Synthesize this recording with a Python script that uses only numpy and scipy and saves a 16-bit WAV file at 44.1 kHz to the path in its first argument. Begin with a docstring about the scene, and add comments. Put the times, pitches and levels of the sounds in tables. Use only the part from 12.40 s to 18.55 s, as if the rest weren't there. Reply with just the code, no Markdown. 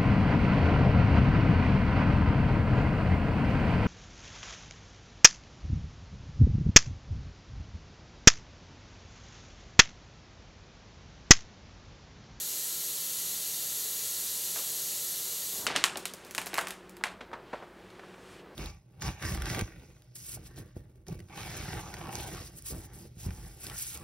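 """Stiff backing paper is pulled off a vinyl sheet in a small workshop, heard in mono through one microphone.
Before that, at a first spot, an air line hisses (echo-combed noise) over humming machines and something taps twice.
At the second spot creases snap, flaps buckle and ticks scatter: short noise bursts with a bench echo and a room tail,
lifted by the modes of the sheet. The rustle is grainy noise in two bands, the flexing sheet a low fluttering noise."""
import sys
import numpy as np
from scipy import signal
from scipy.fft import rfft, irfft
from scipy.io import wavfile
from scipy.ndimage import uniform_filter1d

SR = 44100
rng = np.random.default_rng(int(sys.argv[2]) if len(sys.argv) > 2 else 0)


def master_out(mix):
    """Clip the mix to full scale and print it as 16-bit PCM to the path in sys.argv[1]."""
    frames = np.transpose(np.atleast_2d(mix))
    ceiling = np.clip(frames, -1, 1)
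    pcm = np.round(ceiling * 32767).astype(np.int16)
    wavfile.write(sys.argv[1], SR, pcm)


N = 271215
T = np.arange(N) / SR  # time [s]


def undb(db):
    """Decibels to amplitude."""
    return 10 ** (np.asarray(db) / 20)


def level(x, db):
    """Scale a sound to an RMS level [dB]."""
    return x * undb(db) / np.sqrt(np.mean(x ** 2))


def band(x, lo_hz, hi_hz, order=2):
    """Causal band-pass."""
    sos = signal.butter(order, [lo_hz, min(hi_hz, .45 * SR)], "band", fs=SR, output="sos")
    return signal.sosfilt(sos, x)


def colour(x, table, peaks=()):
    """Shape the spectrum by (frequency, level) points and add resonances (frequency, width, level)."""
    hz = np.maximum(np.arange(len(x) // 2 + 1) * SR / len(x), 1)
    table_hz, table_db = np.transpose(table)
    gain = undb(np.interp(np.log(hz), np.log(table_hz), table_db))
    lift = 1 + sum(undb(db) / (1 + (2 * (hz - f) / w) ** 2) for f, w, db in peaks)
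    return irfft(rfft(x) * gain * lift, len(x))


def walk(rate):
    """Slow random wander: levels held 1 / rate s and smoothed twice, with a spread of about a third."""
    hold = int(SR / rate)
    steps = np.repeat(rng.standard_normal(N // hold + 1), hold)
    return 0.443 * uniform_filter1d(uniform_filter1d(steps, hold), hold)[:N]


def decay(t60, size):
    """Exponential decay that falls 60 dB in t60 seconds."""
    return np.exp(-np.log(1000) * np.arange(size) / SR / t60)


# air leak at the first spot: (time [s], level [dB])
LEAK = [(0.0, -31.5), (0.04, -33), (2.56, -32.5), (3.19, -34), (3.26, -40), (3.27, -58)]
# spectrum of the hiss: (frequency [Hz], relative level [dB per Hz])
LEAK_COLOUR = [(530, -54), (900, -23.5), (1370, -16), (1470, -18.5), (1870, -13), (2340, -17),
               (2770, -10.5), (3560, -6), (4310, -4), (5290, -6), (6640, -2), (9730, -5), (12400, 0),
               (15100, -10.5), (15700, -3.5)]
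# standing waves around the leak: (frequency [Hz], width [Hz], level before the common offset [dB])
LEAK_PEAKS = [(3760, 43, -5), (4270, 87, -4), (5890, 44, -3), (6680, 85, -1), (6900, 29, -3),
              (7110, 42, -2), (7560, 58, -3), (7900, 130, -4), (8140, 160, -3), (9190, 80, -3),
              (9630, 70, -6), (9760, 71, -6), (10000, 58, -6), (10200, 43, -3), (10500, 42, -5),
              (10700, 68, -5), (11000, 42, -2), (11300, 67, -3), (11500, 26, -3), (12500, 63, 0),
              (13000, 30, -2), (13600, 53, -4), (13900, 180, -8), (14600, 120, -9)]
LEAK_PEAK_OFFSET_DB, LEAK_ECHO_T60_S = -3, 0.37


def leak():
    """A smooth jet of air; the echoes of the room comb it into fine fixed ridges."""
    echoes = 0.019 * rng.standard_normal(8192) * decay(LEAK_ECHO_T60_S, size=8192)
    echoes[0] = 1  # direct sound
    jet = signal.fftconvolve(rng.standard_normal(N), echoes)[:N]
    peaks = [(hz, width, db + LEAK_PEAK_OFFSET_DB) for hz, width, db in LEAK_PEAKS]
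    hiss = level(colour(jet, LEAK_COLOUR, peaks), 0)
    s, db = np.transpose(LEAK)
    return hiss * undb(np.interp(T, s, db, right=-120) + .5 * walk(6.11))


# machine noise at the first spot: (frequency [Hz], relative level [dB per Hz])
SHOP_1 = [(15, -43), (25, -10), (70, -15), (89, -3.5), (156, -6.5), (234, -6.5), (276, -11), (303, -3.5),
          (377, -6), (406, -8.5), (445, 2.5), (479, -17.5), (596, -4.5), (642, -7), (2000, -14.5),
          (2600, -18), (4400, -120)]
# machine noise at the second spot: (frequency [Hz], relative level [dB per Hz])
SHOP_2 = [(25, -19.5), (60, -11), (130, -8), (250, -7), (400, -3), (700, -9), (1100, -11), (1800, -14.5),
          (2800, -24), (4300, -27.5), (6500, -39.5), (10000, -41), (15700, -39.5)]
SHOP_1_DB, SHOP_2_DB = -55.5, -54  # RMS before the cross-fade; the second also wanders
# humming parts of the machines:
# (frequency [Hz], width [Hz], level at first spot [dB], level at second spot [dB])
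HUM = [(51.2, 1.1, -85, -69), (101.2, 4.4, -77.5, -71), (166.2, 21, -65, -72), (187, 5.8, -72.5, -62),
       (348, 8.4, -100, -63.5), (376, 6, -66, -61.5), (455.4, 44.5, -63.5, -69.5), (507, 8.3, -70.5, -70),
       (572, 5.4, -70.5, -78)]
MOVE_S, MOVE_LENGTH_S = 3.2, 0.21  # middle and length of the cross-fade between the spots


def shop():
    """Broad machine noise and wavering hums, cross-faded from one spot to the other."""
    second = np.clip((T - MOVE_S) / MOVE_LENGTH_S + .5, 0, 1)
    noise_1 = level(colour(rng.standard_normal(N), SHOP_1), SHOP_1_DB)
    noise_2 = level(colour(rng.standard_normal(N), SHOP_2), SHOP_2_DB) * undb(1.3 * walk(4.84))
    out = np.sqrt(1 - second) * noise_1 + np.sqrt(second) * noise_2
    for hz, width, db_1, db_2 in HUM:
        rough = level(band(rng.standard_normal(N), hz - width / 2, hz + width / 2, order=1), -3.5)
        drift = 0.145 * width * np.cumsum(walk(4)) / SR  # phase drift [cycles]
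        steady = 0.78 * np.sin(2 * np.pi * (hz * T + drift + rng.random()))
        out += level(rough + steady, 0) * undb(db_1 + second * (db_2 - db_1))
    return out


# two faint taps at the first spot: (time [s], ring peak [dB], ring frequency [Hz])
TAPS = [(2.158, -33.5, 1520), (2.186, -45.5, 900)]
TAP_CRACK_DB, TAP_CRACK_HZ, TAP_THUMP_DB = -29.5, 6120, -49
TAP_T60_S, TAP_ROOM_DB = 0.033, 5.5


def taps():
    """Two taps as blows: (s, ring dB, ring Hz, crack dB, crack Hz, thump dB, ring t60 s, room dB)."""
    return [(s, ring, hz, TAP_CRACK_DB, TAP_CRACK_HZ, TAP_THUMP_DB, TAP_T60_S, TAP_ROOM_DB)
            for s, ring, hz in TAPS]


# the whole sheet lifts and flexes with a dull flutter: (time [s], level [dB])
FLEX = [(3.05, -72), (3.13, -56), (3.25, -47), (3.4, -48.5), (3.6, -56), (3.8, -75)]


def flex():
    """Low, fluttering noise of the big sheet bending."""
    s, db = np.transpose(FLEX)
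    flutter = band(rng.standard_normal(N), 110, 1040) * undb(2.9 * walk(40))
    return level(flutter, 0) * undb(np.interp(T, s, db, left=-120, right=-120))


def crack_hz(ring_db, crack_db):
    """The crack is higher the fainter the ring and the more the crack leads the ring."""
    return 6120 - 57.5 * ring_db + 98 * (crack_db - ring_db)


# sharp creases letting go, peaks taken before the sheet's modes:
# (time [s], ring peak [dB], ring frequency [Hz], crack peak [dB], thump peak [dB])
CREASES = [(3.267, -11.5, 3100, -14.5, -31.5), (3.278, -23, 2600, -35, -30.5), (3.362, -7, 2700, -14, -44),
           (3.371, -33, 2320, -36, -53), (3.44, -3.5, 2140, -3.5, -35), (3.557, -22.5, 2110, -39, -31),
           (3.572, -28, 2900, -19.5, -39), (3.575, -32, 2280, -24, -35), (3.628, -40, 2250, -38, -58),
           (3.655, -20.5, 2860, -12, -36.5), (3.737, -35, 2020, -24, -37), (3.849, -52, 1910, -32, -43),
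           (3.91, -38, 2160, -26, -54), (3.949, -25, 2270, -19.5, -52), (3.98, -17, 1950, -15.5, -29),
           (3.984, -16.5, 1700, -20.5, -36), (4.016, -29, 2340, -25, -56), (4.06, -39, 2850, -24, -39),
           (4.068, -25, 1600, -23, -42), (4.072, -31, 1460, -22, -55), (4.132, -29, 1600, -33, -30.5),
           (4.142, -20.5, 1880, -14.5, -41), (4.155, -24, 1770, -29, -39), (4.167, -27, 2170, -28, -44),
           (4.177, -21, 1510, -17, -56), (4.182, -13.5, 1500, -20, -33), (4.189, -18.5, 1180, -18, -38),
           (4.212, -30, 2150, -20, -34), (4.271, -24, 1970, -22, -58), (4.284, -46, 2020, -25, -47),
           (4.307, -25, 2020, -20, -55), (4.495, -51, 1870, -35.5, -57), (4.568, -38.5, 2280, -34, -54),
           (4.638, -11, 1790, -18, -34), (5.503, -41.5, 3300, -48.5, -62)]
CREASE_T60_S, CREASE_ROOM_DB = 0.0094, -2.5  # ring decay; room tail against the burst


def creases(table=CREASES):
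    """Blows of sharp creases letting go, each with a very short ring."""
    return [(s, ring, hz, crack, crack_hz(ring, crack), thump, CREASE_T60_S, CREASE_ROOM_DB)
            for s, ring, hz, crack, thump in table]


# paper sliding and bending on vinyl: (time [s], body level [dB], treble level [dB])
RUSTLE = [(3.27, -40.5, -62), (3.458, -46, -70), (3.71, -58.5, -63), (3.906, -56.5, -62.5),
          (3.992, -58, -50), (4.128, -50, -61), (4.318, -49, -62), (4.38, -61, -71), (4.6, -66, -75),
          (4.908, -72, -82), (5.168, -56, -74), (5.32, -69, -75), (5.39, -62, -73), (5.73, -59, -70),
          (5.77, -63.5, -70), (5.928, -58, -62), (6.008, -57.5, -70), (6.03, -67, -79.5)]


def rustle():
    """Dense tiny slips of paper on vinyl, each with a short tail, in a body band and a treble band."""
    s, body_db, treble_db = np.transpose(RUSTLE)
    slips = undb(2.5 * rng.exponential(size=N)) * (rng.random(N) < .008)
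    slip_power = signal.fftconvolve(slips, decay(0.0074, size=1024))[:N].clip(0)
    grain = np.sqrt(1 + 0.14 * slip_power)
    out = 0
    for lo_hz, hi_hz, db in ((900, 3270, body_db), (3940, 9900, treble_db)):
        slide = band(grain * rng.standard_normal(N), lo_hz, hi_hz)
        out = out + level(slide, 0) * undb(np.interp(T, s, db, left=-120) + 0.79 * walk(5))
    return out


# dull flaps and buckles of the loose sheet, peaks taken before the sheet's modes:
# (time [s], ring peak [dB], ring frequency [Hz], thump peak [dB], ring t60 [s])
FLAPS = [(3.299, -25.5, 1470, -28, 0.041), (3.352, -21, 2510, -24.5, 0.055), (4.61, -37, 905, -55, 0.02),
         (4.807, -31.5, 1740, -35.5, 0.046), (4.915, -37, 890, -43, 0.016), (4.93, -29, 1060, -39.5, 0.042),
         (5.129, -29, 910, -28.5, 0.052), (5.222, -38, 1010, -40, 0.043), (5.594, -35, 1230, -50, 0.02),
         (5.634, -37, 990, -43, 0.012), (5.741, -41, 1340, -47, 0.016), (5.78, -42, 890, -47, 0.01)]
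FLAP_CRACK_DB, FLAP_CRACK_HZ, FLAP_ROOM_DB = -27, 4800, -3.5  # crack against the ring; room


def flaps():
    """Blows of the loose sheet flapping and buckling, with little crack and a longer ring."""
    return [(s, ring, hz, ring + FLAP_CRACK_DB, FLAP_CRACK_HZ, thump, t60, FLAP_ROOM_DB)
            for s, ring, hz, thump, t60 in FLAPS]


TICK_START_S, TICK_END_S, TICK_HZ = 3.78, 3.94, 2100
TICK_DB, TICK_SPREAD_DB = -43, 9  # mean crack peak and its full range
TICK_RING_DB, TICK_THUMP_DB = -4, -70  # ring against the mean crack; thump peak


def ticks():
    """Eight faint ticks scattered at random while the backing comes away, played as small creases."""
    rows = []
    for _ in range(8):
        s = rng.uniform(TICK_START_S, TICK_END_S)
        crack = TICK_DB + TICK_SPREAD_DB * (rng.random() - .5)
        rows.append((s, TICK_DB + TICK_RING_DB, TICK_HZ, crack, TICK_THUMP_DB))
    return creases(rows)


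# decay of the small room: (frequency [Hz], t60 [s])
ROOM = [(300, 0.45), (800, 0.38), (2000, 0.25), (5500, 0.26), (12000, 0.12)]


def room_tail(size):
    """A diffuse tail with its own decay in each band; it builds up over the first milliseconds."""
    tail = 0
    for hz, t60 in ROOM:
        # single echoes and after-crackle of the paper make it grainy
        steps = np.repeat(rng.standard_normal(size // 128), 128)
        grain = undb(2.4 * uniform_filter1d(steps, 64))
        tail = tail + band(grain * rng.standard_normal(size), hz / 1.56, hz * 1.77) * decay(t60, size)
    tail *= 1 - decay(0.01, size)
    return tail / np.sqrt(np.sum(tail ** 2))


BENCH_ECHO_S, BENCH_ECHO_DB = 0.0044, -9
NEEDLE_DB, NEEDLE_S = 9.5, 0.019  # first click before it fades with length; longer bursts lose it


def blows(rows):
    """Each blow is a burst of three bands: a ring, a treble crack and a thump of air."""
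    size, lag = 16384, int(BENCH_ECHO_S * SR)
    out = np.zeros(N + 2 * size)
    for s, ring_db, ring_hz, crack_db, crack_mid_hz, thump_db, ring_t60, room_db in rows:
        shapes = ((ring_hz / 2.22, ring_hz * 1.47, ring_t60, ring_db),
                  (crack_mid_hz / 2.63, crack_mid_hz * 1.43, 0.63 * ring_t60, crack_db),
                  (180, 850, 0.022 + ring_t60, thump_db))
        direct, echo, wet, tail = 0, 0, 0, room_tail(size)
        for lo_hz, hi_hz, t60, db in shapes:
            # a slow flap swells in, a sharp crease starts almost at once
            swell = 1 - decay(14 * t60 ** 2, size)
            push = (decay(t60, size) + 0.75 * decay(0.29 * t60, size)) * swell
            shake = rng.standard_normal((2, size)) * push
            shake[:, 0] = undb(NEEDLE_DB) * np.exp(-(t60 / NEEDLE_S) ** 2)
            burst, again = band(shake, lo_hz, hi_hz)
            gain = undb(db) / np.abs(burst).max()
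            direct = direct + gain * burst
            echo = echo + gain * again
            # every crease sits elsewhere, so each tail is new but keeps the band and energy of its burst
            part = band(tail, lo_hz / 1.21, hi_hz * 1.19)
            wet = wet + gain * np.sqrt(np.sum(burst ** 2) / np.sum(part ** 2)) * part
        i = int(s * SR)
        out[i:i + size] += direct + undb(room_db) * wet
        out[i + lag:i + lag + size] += undb(BENCH_ECHO_DB) * echo  # the bench top sends it back once
    return out[:N]


# modes of the stiff sheet: (frequency [Hz], width [Hz], level [dB])
SHEET = [(740, 330, -15), (1590, 200, -18), (2450, 480, -21), (3780, 930, -19.5)]


def sheet(x):
    """The sheet lifts its own modes out of whatever shakes it."""
    modes = sum(undb(db) * band(x, hz - width / 2, hz + width / 2, order=1) for hz, width, db in SHEET)
    return 0.78 * x + modes


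def scene():
    """Everything reaches the one microphone; both channels are the same."""
    struck = sheet(blows(taps() + creases() + flaps() + ticks()))  # the taps pass the modes too
    mono = leak() + shop() + struck + flex() + rustle()
    return np.array([mono, mono])


def record(dry):
    """The recorder rounds peaks near full scale and cuts the top above 15750 Hz."""
    rounded = dry / (1 + (dry / .9) ** 6) ** (1 / 6)
    return signal.sosfilt(signal.ellip(10, .2, 75, 15750, fs=SR, output="sos"), rounded)


dry = scene()
out = record(dry)
master_out(out)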